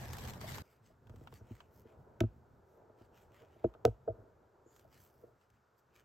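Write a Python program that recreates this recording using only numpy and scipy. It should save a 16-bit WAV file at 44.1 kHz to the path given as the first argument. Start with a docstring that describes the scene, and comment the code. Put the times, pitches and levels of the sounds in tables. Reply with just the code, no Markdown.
"""Dry leaves rustle and crunch close by in autumn woods, and the rustle breaks off abruptly: mottled grains and
noise. In the quiet after, a sleeve brushes softly (three noise bands) and the shifting grip knocks on the
hollow case of a hand-held camera (swelling modes), twice with a sharp snap (filtered random signs). Twigs tick
(short noise bursts), a palm slides and a thin far bird note sounds (shaped noise). Faint far air and a low grip
rumble lie under the quiet (coloured noise)."""
import sys
import numpy as np
from scipy import signal
from scipy.fft import rfft, irfft, next_fast_len
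from scipy.io import wavfile
from scipy.ndimage import map_coordinates

SR = 44100
rng = np.random.default_rng(int(sys.argv[2]) if len(sys.argv) > 2 else 0)


def pcm_store(signal):
    """Save signal as 16-bit PCM."""
    levels = np.round(np.clip(np.atleast_2d(signal), -1, 1) * 32767)
    wavfile.write(sys.argv[1], SR, levels.astype(np.int16).T)


N = 266364
TIME = np.arange(N) / SR

# low rumble spectrum: f/Hz, relative level/dB
RUMBLE_COLOUR = [(20, -24.5), (40, -13), (58, -8), (82, -1.5), (105, -3.5), (128, -1), (162, -12.5),
                 (200, -10.5), (245, -11.5), (320, -24), (700, -54)]
# stereo width of leaves and woody ticks: f/Hz, side re mid/dB
LEAF_WIDTH = [(60, -22), (200, -13.5), (700, -6), (1300, -3.5), (6500, -2.5), (11000, -1), (13500, -5),
              (15500, -13)]
# stereo width of the quieter sounds: f/Hz, side re mid/dB
QUIET_WIDTH = [(60, -16.5), (250, -16), (600, -8.5), (1100, -4.5), (2200, -17.5), (7000, -15.5), (11000, 1),
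               (13500, -12), (15500, -5.5)]


def from_db(db):
    """Decibels to amplitude gain."""
    return 10 ** (np.asarray(db) / 20)


def rms_one(x):
    """Scale to unit power."""
    return x / np.sqrt(np.mean(x ** 2) + 1e-20)


def gains(rows):
    """One gain curve per dB column, linear in dB between the times."""
    time_s, *columns_db = np.transpose(rows)
    return [from_db(np.interp(TIME, time_s, column_db)) for column_db in columns_db]


def coloured(x, points):
    """Zero-phase filter by a (f/Hz, level/dB) curve, interpolated over log frequency."""
    hz, db = np.transpose(points)
    size = next_fast_len(N + SR // 20, real=True)
    bins_hz = np.maximum(np.arange(size // 2 + 1) * SR / size, 1)
    response = from_db(np.interp(np.log(bins_hz), np.log(hz), db))
    return irfft(rfft(x, size) * response, size)[..., :N]


def cut(x, hz, kind, order=2):
    """Causal Butterworth low- or high-pass."""
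    sos = signal.butter(order, np.clip(hz, 10, .45 * SR), kind, fs=SR, output="sos")
    return signal.sosfilt(sos, x + 1e-18)


def drift(knots_per_s):
    """Slow random curve: lines between unit-variance normal knots."""
    knots = rng.standard_normal(4000)
    return np.interp(TIME * knots_per_s, np.arange(len(knots)), knots)


def hiss():
    """Two independent white noises, as mid and side."""
    return rng.standard_normal((2, N))


def grains(per_s, spread_db):
    """Tiny random fractures of uneven size, each from a direction of its own."""
    out = np.zeros((2, N))
    born = np.flatnonzero(rng.random(N) < per_s / SR)
    sizes = from_db(spread_db * np.minimum(rng.exponential(1, N), 4))
    out[:, born] = (sizes * hiss())[:, born]
    return rms_one(out)


def mottled(x, patchy_db, patches_per_s, count):
    """Narrow bands swell and sink on their own, as different leaves and fibres take turns."""
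    spectrum = signal.stft(x, nperseg=512)[2]
    rows, frames = spectrum.shape[1:]
    band_place = count * np.sqrt(np.arange(rows) / rows)
    time_place = np.linspace(0, patches_per_s * N / SR, frames)
    place = np.meshgrid(band_place, time_place, indexing="ij")
    patches = map_coordinates(rng.standard_normal((count + 1, 2000)), place, order=1)
    return signal.istft(spectrum * from_db(patchy_db * patches))[1][:, :N]


def stereo(pair, colour, width):
    """Colour a mid/side pair and open it to left/right; the mid has unit power."""
    mid, side = coloured(pair, colour)
    return rms_one(mid) + coloured(rms_one(side), width) * [[1], [-1]]


def burst(start_s, decay_s):
    """Envelope that jumps to one and decays exponentially."""
    out, start = np.zeros(N), int(start_s * SR)
    age_s = TIME[:min(N - start, SR // 4)]
    out[start:start + len(age_s)] = np.exp(-age_s / decay_s)
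    return out


def stroke(centre_s, half_s):
    """Envelope that swells to one and fades; half height at centre_s +/- half_s."""
    return 1 / (1 + np.square((TIME - centre_s) / half_s) ** 2)


def leaves():
    """Strides crush leaves that crackle in clumps; dull crunch and rumble of moving follow more gently."""
    # two strides: start/s, end/s, crackle level at end before waver/dB
    strides = [(-.03, 0.3, -54), (0.406, 0.573, -51)]
    # crackle spectrum: f/Hz, relative level/dB
    crackle_colour = [(900, 1.5), (2000, 0), (3200, -3.5), (4500, -4.5), (7000, -7.5), (9000, -8),
                      (12500, -9), (15500, -17)]
    # crunch spectrum: f/Hz, relative level/dB
    crunch_colour = [(200, -12), (320, 1.5), (550, 3), (900, 5.5), (1250, -8), (1700, -2), (2400, -18),
                     (5000, -61)]
    attack_s, release_s = 0.0045, 0.039
    press_db_per_s = 13  # a stride grows as the weight comes down
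    crackle = from_db(-64)  # leaves dragged along between the strides
    for start_s, end_s, db in strides:
        attack = np.clip((TIME - start_s) / attack_s, 0, 1)
        release = np.exp(-np.maximum(TIME - end_s, 0) / release_s)
        press = from_db(db - press_db_per_s * np.maximum(end_s - TIME, 0))
        crackle = crackle + attack * release * press

    effort = crackle / from_db(-53)
    # exponents: share of the crackle's dB swing that is followed
    crunch = from_db(-53.5) * effort ** 0.16
    rumble = from_db(-45) * effort ** 0.34

    fractures = grains(per_s=2000, spread_db=2.5) + 0.81 * hiss()
    fractures = mottled(fractures, patchy_db=4.0, patches_per_s=59, count=55)
    crackle_waver = from_db(-1.5 + 2.1 * drift(129.3))
    balance = from_db([[.4], [-1.4]])  # left, right
    out = crackle * crackle_waver * stereo(fractures, crackle_colour, LEAF_WIDTH) * balance

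    crushing = grains(per_s=2200, spread_db=-2.0)
    crushing = mottled(crushing, patchy_db=4.5, patches_per_s=51.4, count=50)
    crunch_waver = from_db(-1.15 + 0.49 * drift(82.3))
    out += crunch * crunch_waver * stereo(crushing, crunch_colour, LEAF_WIDTH)
    return out + from_db(-1.5) * rumble * stereo(hiss(), RUMBLE_COLOUR, LEAF_WIDTH)


def ticks():
    """Breaking leaves and twigs give a short splintering crack and a woody tock."""
    # breaks: t/s, crack level before trim/dB, woody body level before trim/dB
    breaks = [(0.1323, -37.5, -60), (0.184, -42, -65), (.2753, -44, -59), (0.3351, -47.5, -56),
              (.413, -47, -53.5), (.5826, -43.5, -51.5), (1.07, -66.5, -69), (1.096, -62.5, -68),
              (1.16, -61, -74), (1.2731, -60.5, -54), (1.3252, -69, -63), (1.6045, -65, -57.5),
              (3.739, -70, -66), (4.7624, -57.5, -72), (4.7945, -59, -77), (4.927, -66, -71),
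              (5.1, -72, -89), (5.413, -73, -74.5), (5.5015, -67.5, -86)]
    crack_colour = [(1000, 5.5), (2400, -1.5), (7000, -2.0), (15000, -9.5)]
    body_colour = [(400, -11), (1000, 13), (1300, 10), (1900, -3.5),
                   (3200, 0.5), (4300, -12), (9000, -51.5)]
    crack = sum(from_db(crack_db) * burst(s, 0.0043) for s, crack_db, body_db in breaks)
    body = sum(from_db(body_db) * burst(s, 0.0057) for s, crack_db, body_db in breaks)
    bright = stereo(hiss(), crack_colour, QUIET_WIDTH)
    woody = stereo(hiss(), body_colour, LEAF_WIDTH)
    return from_db(-1.5) * crack * bright + from_db(6.0) * body * woody


def knocks():
    """A soft finger feeds the case modes near its pitch; each mode swells, fades and lingers faintly."""
    # case modes by family; each: f/Hz, relative level/dB, swell time to peak/s
    case_modes = {"thump": [(54.3, -7.5, 0.027), (107, 2.5, 0.015)], "hollow": [(234.7, -5, 0.0087),
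                  (343.6, -1, 0.0076)], "knock": [(460.7, 1.5, 0.0062), (705, -8, 0.0071)],
                  "ring": [(643, 1.5, 0.0058)], "rap": [(932, -5, 0.003), (1286, 0, .0038),
                  (1508, -2, 0.0044)]}
    # finger contacts: t/s, strength/dB, most-fed pitch/Hz, fall below pitch/(dB/octave),
    # boost of the "knock" family by the spot hit/dB
    contacts = [(.439, -43.5, 643, 12.5, -16), (.9, -56, 587, 12, -12), (1.093, -48.5, 121, 1.5, 0),
                (1.136, -53.5, 240, 2.1, 5), (1.208, -51.5, 280, 2.2, 0.5), (1.324, -54, 110, 1, 7),
                (1.408, -49.5, 109, 1.5, 2), (1.505, -38.5, 240, 4.5, -15), (1.85, -51, 315, 6, 9.5),
                (2.2065, -21, 398, 3.5, -22.5), (2.233, -26, 218, 3, -6.5), (2.895, -56.5, 577, 3.5, -5),
                (3.007, -53.5, 346, 2.5, -7), (3.559, -57.5, 517, 3, -10), (3.6406, -20.5, 538, 6, -2.5),
                (3.655, -31.5, 334, 6, -12.5), (3.747, -53, 1017, 4.5, 0.5), (3.8483, -22, 731, 3.5, 8),
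                (3.873, -30.5, 148.2, 2, 15), (4.075, -44.5, 640, 2.5, 16), (4.082, -28.5, 643, 11, -6.5),
                (4.088, -38, 107, 4, -0.5), (4.099, -36.5, 622, 13, -1), (4.183, -52.5, 110, 2, 7),
                (4.657, -54.5, 380, 7, 2), (4.847, -57.5, 643, 12.5, -19), (5.234, -51, 521, 6, 4.5)]
    upper_fall = 3.8  # slope above pitch re slope below
    out, age_s = np.zeros(N), TIME[:SR // 3]
    for family, modes in case_modes.items():
        for hz, db, swell_s in modes:
            swell = (age_s / swell_s * np.exp(1 - age_s / swell_s)) ** 2
            linger = from_db(-32.0) * (1 - np.exp(-age_s / swell_s)) * np.exp(-age_s / 0.042)
            ring = from_db(db) * (swell + linger) * np.sin(2 * np.pi * hz * age_s)
            for s, strength_db, pitch_hz, fall_db, spot_db in contacts:
                octaves = np.log2(hz / pitch_hz)
                fed_db = strength_db - fall_db * max(-octaves, upper_fall * octaves)
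                fed_db += spot_db * (family == "knock")
                start = int(s * SR)
                out[start:start + len(age_s)] += from_db(fed_db) * ring
    # the two ports feel the bass alike and the upper modes out of step
    side_colour = [(50, -14.0), (100, -20.5), (350, -18.0), (460, -10.0), (640, -7.0), (1300, -9.5)]
    side = coloured(signal.hilbert(out).imag, side_colour)
    return out + side * [[1], [-1]]


def quiet_woods():
    """The hand rumbles on the case and far air murmurs, as wavering noise over a faint steady hiss."""
    # background: t/s, rumble level before trim/dB, airy murmur level before trim/dB
    background = [(0.66, -74.5, -73.5), (0.76, -76, -75), (0.96, -70.5, -73.5), (1.23, -61, -69.5),
                  (1.77, -71, -69.5), (2.12, -67.5, -66), (2.29, -70.5, -71), (2.53, -73, -71),
                  (2.84, -75.5, -67.5), (3.22, -75.5, -68.5), (3.8, -69.5, -67.5), (3.92, -72, -68),
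                  (4.04, -69, -74), (4.49, -75.5, -71), (4.76, -71, -71.5), (5.07, -75.5, -73),
                  (5.57, -82, -80.5), (6.03, -79, -75.5)]
    # murmur spectrum: f/Hz, relative level/dB
    air_colour = [(120, -11.5), (260, -8), (380, 3), (620, -2.5), (800, -5), (950, -5.5), (1120, -16.5),
                  (1400, -13.5), (2000, -32.5), (4000, -57.5)]
    # hiss spectrum: f/Hz, relative level/dB
    hiss_colour = [(150, -7.5), (600, -2), (1000, 3), (1400, 4.5), (2000, -8), (3000, -15), (7000, -18),
                   (9000, -23), (13000, -22), (15500, -34.5)]
    grip, air = gains(background)
    grip_waver = from_db(4.0 + 3.5 * drift(11))
    out = grip_waver * grip * stereo(hiss(), RUMBLE_COLOUR, QUIET_WIDTH)
    air_waver = from_db(2 + 1.5 * drift(23))
    out += air_waver * air * stereo(hiss(), air_colour, QUIET_WIDTH)
    return out + from_db(-77) * stereo(hiss(), hiss_colour, QUIET_WIDTH)


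def sleeve():
    """Strokes swell and fade while fibres catch and let go; brightness tilts three grains of noise."""
    # strokes: centre t/s, half length/s, level before grain offset and trim/dB, brightness/(dB/grain band)
    brushes = [(0.693, 0.069, -79, -3), (.88, 0.041, -80, -5), (1.215, 0.065, -82, -6.5),
               (1.355, 0.034, -70, -2), (1.553, 0.081, -77.5, -8), (1.772, 0.046, -79, 6),
               (1.9, .04, -89.5, -17.5), (2.728, 0.057, -88.5, 5), (3.025, .04, -82, -7),
               (3.2, 0.05, -76.5, -7), (3.384, 0.05, -80.5, -14.5), (3.59, 0.12, -89.5, -15),
               (4.764, .058, -76, 1), (4.955, 0.04, -73.5, -3), (5.046, .055, -74.5, 2.5),
               (5.21, 0.089, -86.5, 6.5), (5.426, .035, -86, -6), (5.555, .025, -88.5, -10),
               (5.792, .018, -84.5, 3.5), (5.977, 0.036, -76, -9)]
    # coarse, middle and fine grain: low f/Hz, high f/Hz
    grain_bands = [(1200, 3000), (4700, 8200), (11400, 15000)]
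    # offset of each grain: level/dB
    grain_db = [1.5, 0.5, 0]
    out = 0
    strokes = [(stroke(centre_s, half_s), db, bright_db) for centre_s, half_s, db, bright_db in brushes]
    fibres = hiss() + 0.95 * grains(per_s=1000, spread_db=3.5)
    fibres = mottled(fibres, patchy_db=4.0, patches_per_s=22, count=60)
    for step, (low_hz, high_hz) in enumerate(grain_bands):
        level = 0
        for shape, db, bright_db in strokes:
            level = level + from_db(db + grain_db[step] + (step - 1) * bright_db) * shape
        band = [(low_hz / 1.5, -20), (low_hz, 0), (high_hz, -3), (high_hz * 1.55, -22)]
        out = out + level * stereo(fibres, band, QUIET_WIDTH)
    return out * from_db(-5.0 + 1.0 * drift(54))


def slides():
    """The sliding palm rubs the case's low resonances: noise shaped to their spectrum."""
    # palm slides: centre t/s, half length/s, level/dB
    rubs = [(1.945, 0.046, -63), (2.78, .07, -67), (3.426, .022, -58), (4.19, 0.11, -60.5),
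            (5.261, 0.054, -64)]
    # rub spectrum: f/Hz, relative level/dB
    rub_colour = [(60, -12), (105, 3), (170, -13.5), (350, -4.5), (460, 2.5), (550, -5), (645, 0.5),
                  (760, -14), (1400, -19.5), (2500, -48)]
    level = sum(from_db(db) * stroke(centre_s, half_s) for centre_s, half_s, db in rubs)
    return level * stereo(hiss(), rub_colour, QUIET_WIDTH)


def snaps():
    """A hard catch cracks briefly, as filtered random signs, and leaves a faint scatter behind."""
    # snaps of the case: t/s, drive before filters/dB, low-pass edge f/Hz, decay/s
    catches = [(2.2049, -21, 1480, 0.00045), (2.2058, -12.5, 1380, 0.0009), (2.209, -37, 2500, 0.0007),
               (2.2252, -54.5, 4800, 0.00064), (3.641, -48.5, 990, 0.0056), (3.852, -19, 8000, 0.00046),
               (3.855, -41, 1000, .008)]
    # snap spectrum: f/Hz, gain/dB
    snap_colour = [(1000, -11.5), (1500, 3), (2000, 1.5), (2700, 7), (4500, -2.5), (7200, -0.5),
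                   (9500, -4.5), (13000, -0.5), (16000, -1)]
    out = 0
    for s, db, edge_hz, decay_s in catches:
        scatter = from_db(-30.5) * burst(s, 0.0079) + from_db(-45.5) * burst(s, 0.047)
        envelope = burst(s, decay_s) + scatter
        out = out + from_db(db) * cut(envelope * np.sign(hiss()), edge_hz, "low", order=1)
    mid, side = coloured(cut(out, 610.0, "high"), snap_colour)
    return mid + from_db(-12.0) * side * [[1], [-1]]


def bird():
    """A thin high note, blurred by the trees into a narrow noise band."""
    # far bird note: t/s, level/dB
    note = [(4.63, -105), (4.68, -75.5), (4.75, -78), (4.79, -81), (4.82, -110)]
    note_colour = [(5200, -72.0), (6500, -12), (7000, -7.5), (7500, -15.5), (8800, -74.5)]
    level, = gains(note)
    return level * stereo(hiss(), note_colour, QUIET_WIDTH)


def scene():
    """The rustle gives way to the quiet; the other sounds add to both."""
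    rustle_end_s, fade_s = .624, 0.0033
    rustling = np.clip((rustle_end_s - TIME) / fade_s, 0, 1)
    ground = rustling * leaves() + (1 - rustling) * quiet_woods()
    return ground + ticks() + knocks() + sleeve() + slides() + snaps() + bird()


def record(dry):
    """The microphone ports cancel a treble band in the middle of the image; the top is cut."""
    # mid response of the ports: f/Hz, gain/dB
    ports = [(8300, -1.5), (9200, -11), (10000, -26.5), (10700, -9.5), (11600, -1.5), (13200, 1.5),
             (14600, -3), (16000, -1.5)]
    mid = coloured((dry[0] + dry[1]) / 2, ports)
    side = (dry[0] - dry[1]) / 2
    top_cut = signal.ellip(10, .2, 80, 16000, fs=SR, output="sos")  # low-pass, edge in Hz
    return signal.sosfilt(top_cut, mid + side * [[1], [-1]])


dry = scene()
out = record(dry)
pcm_store(out)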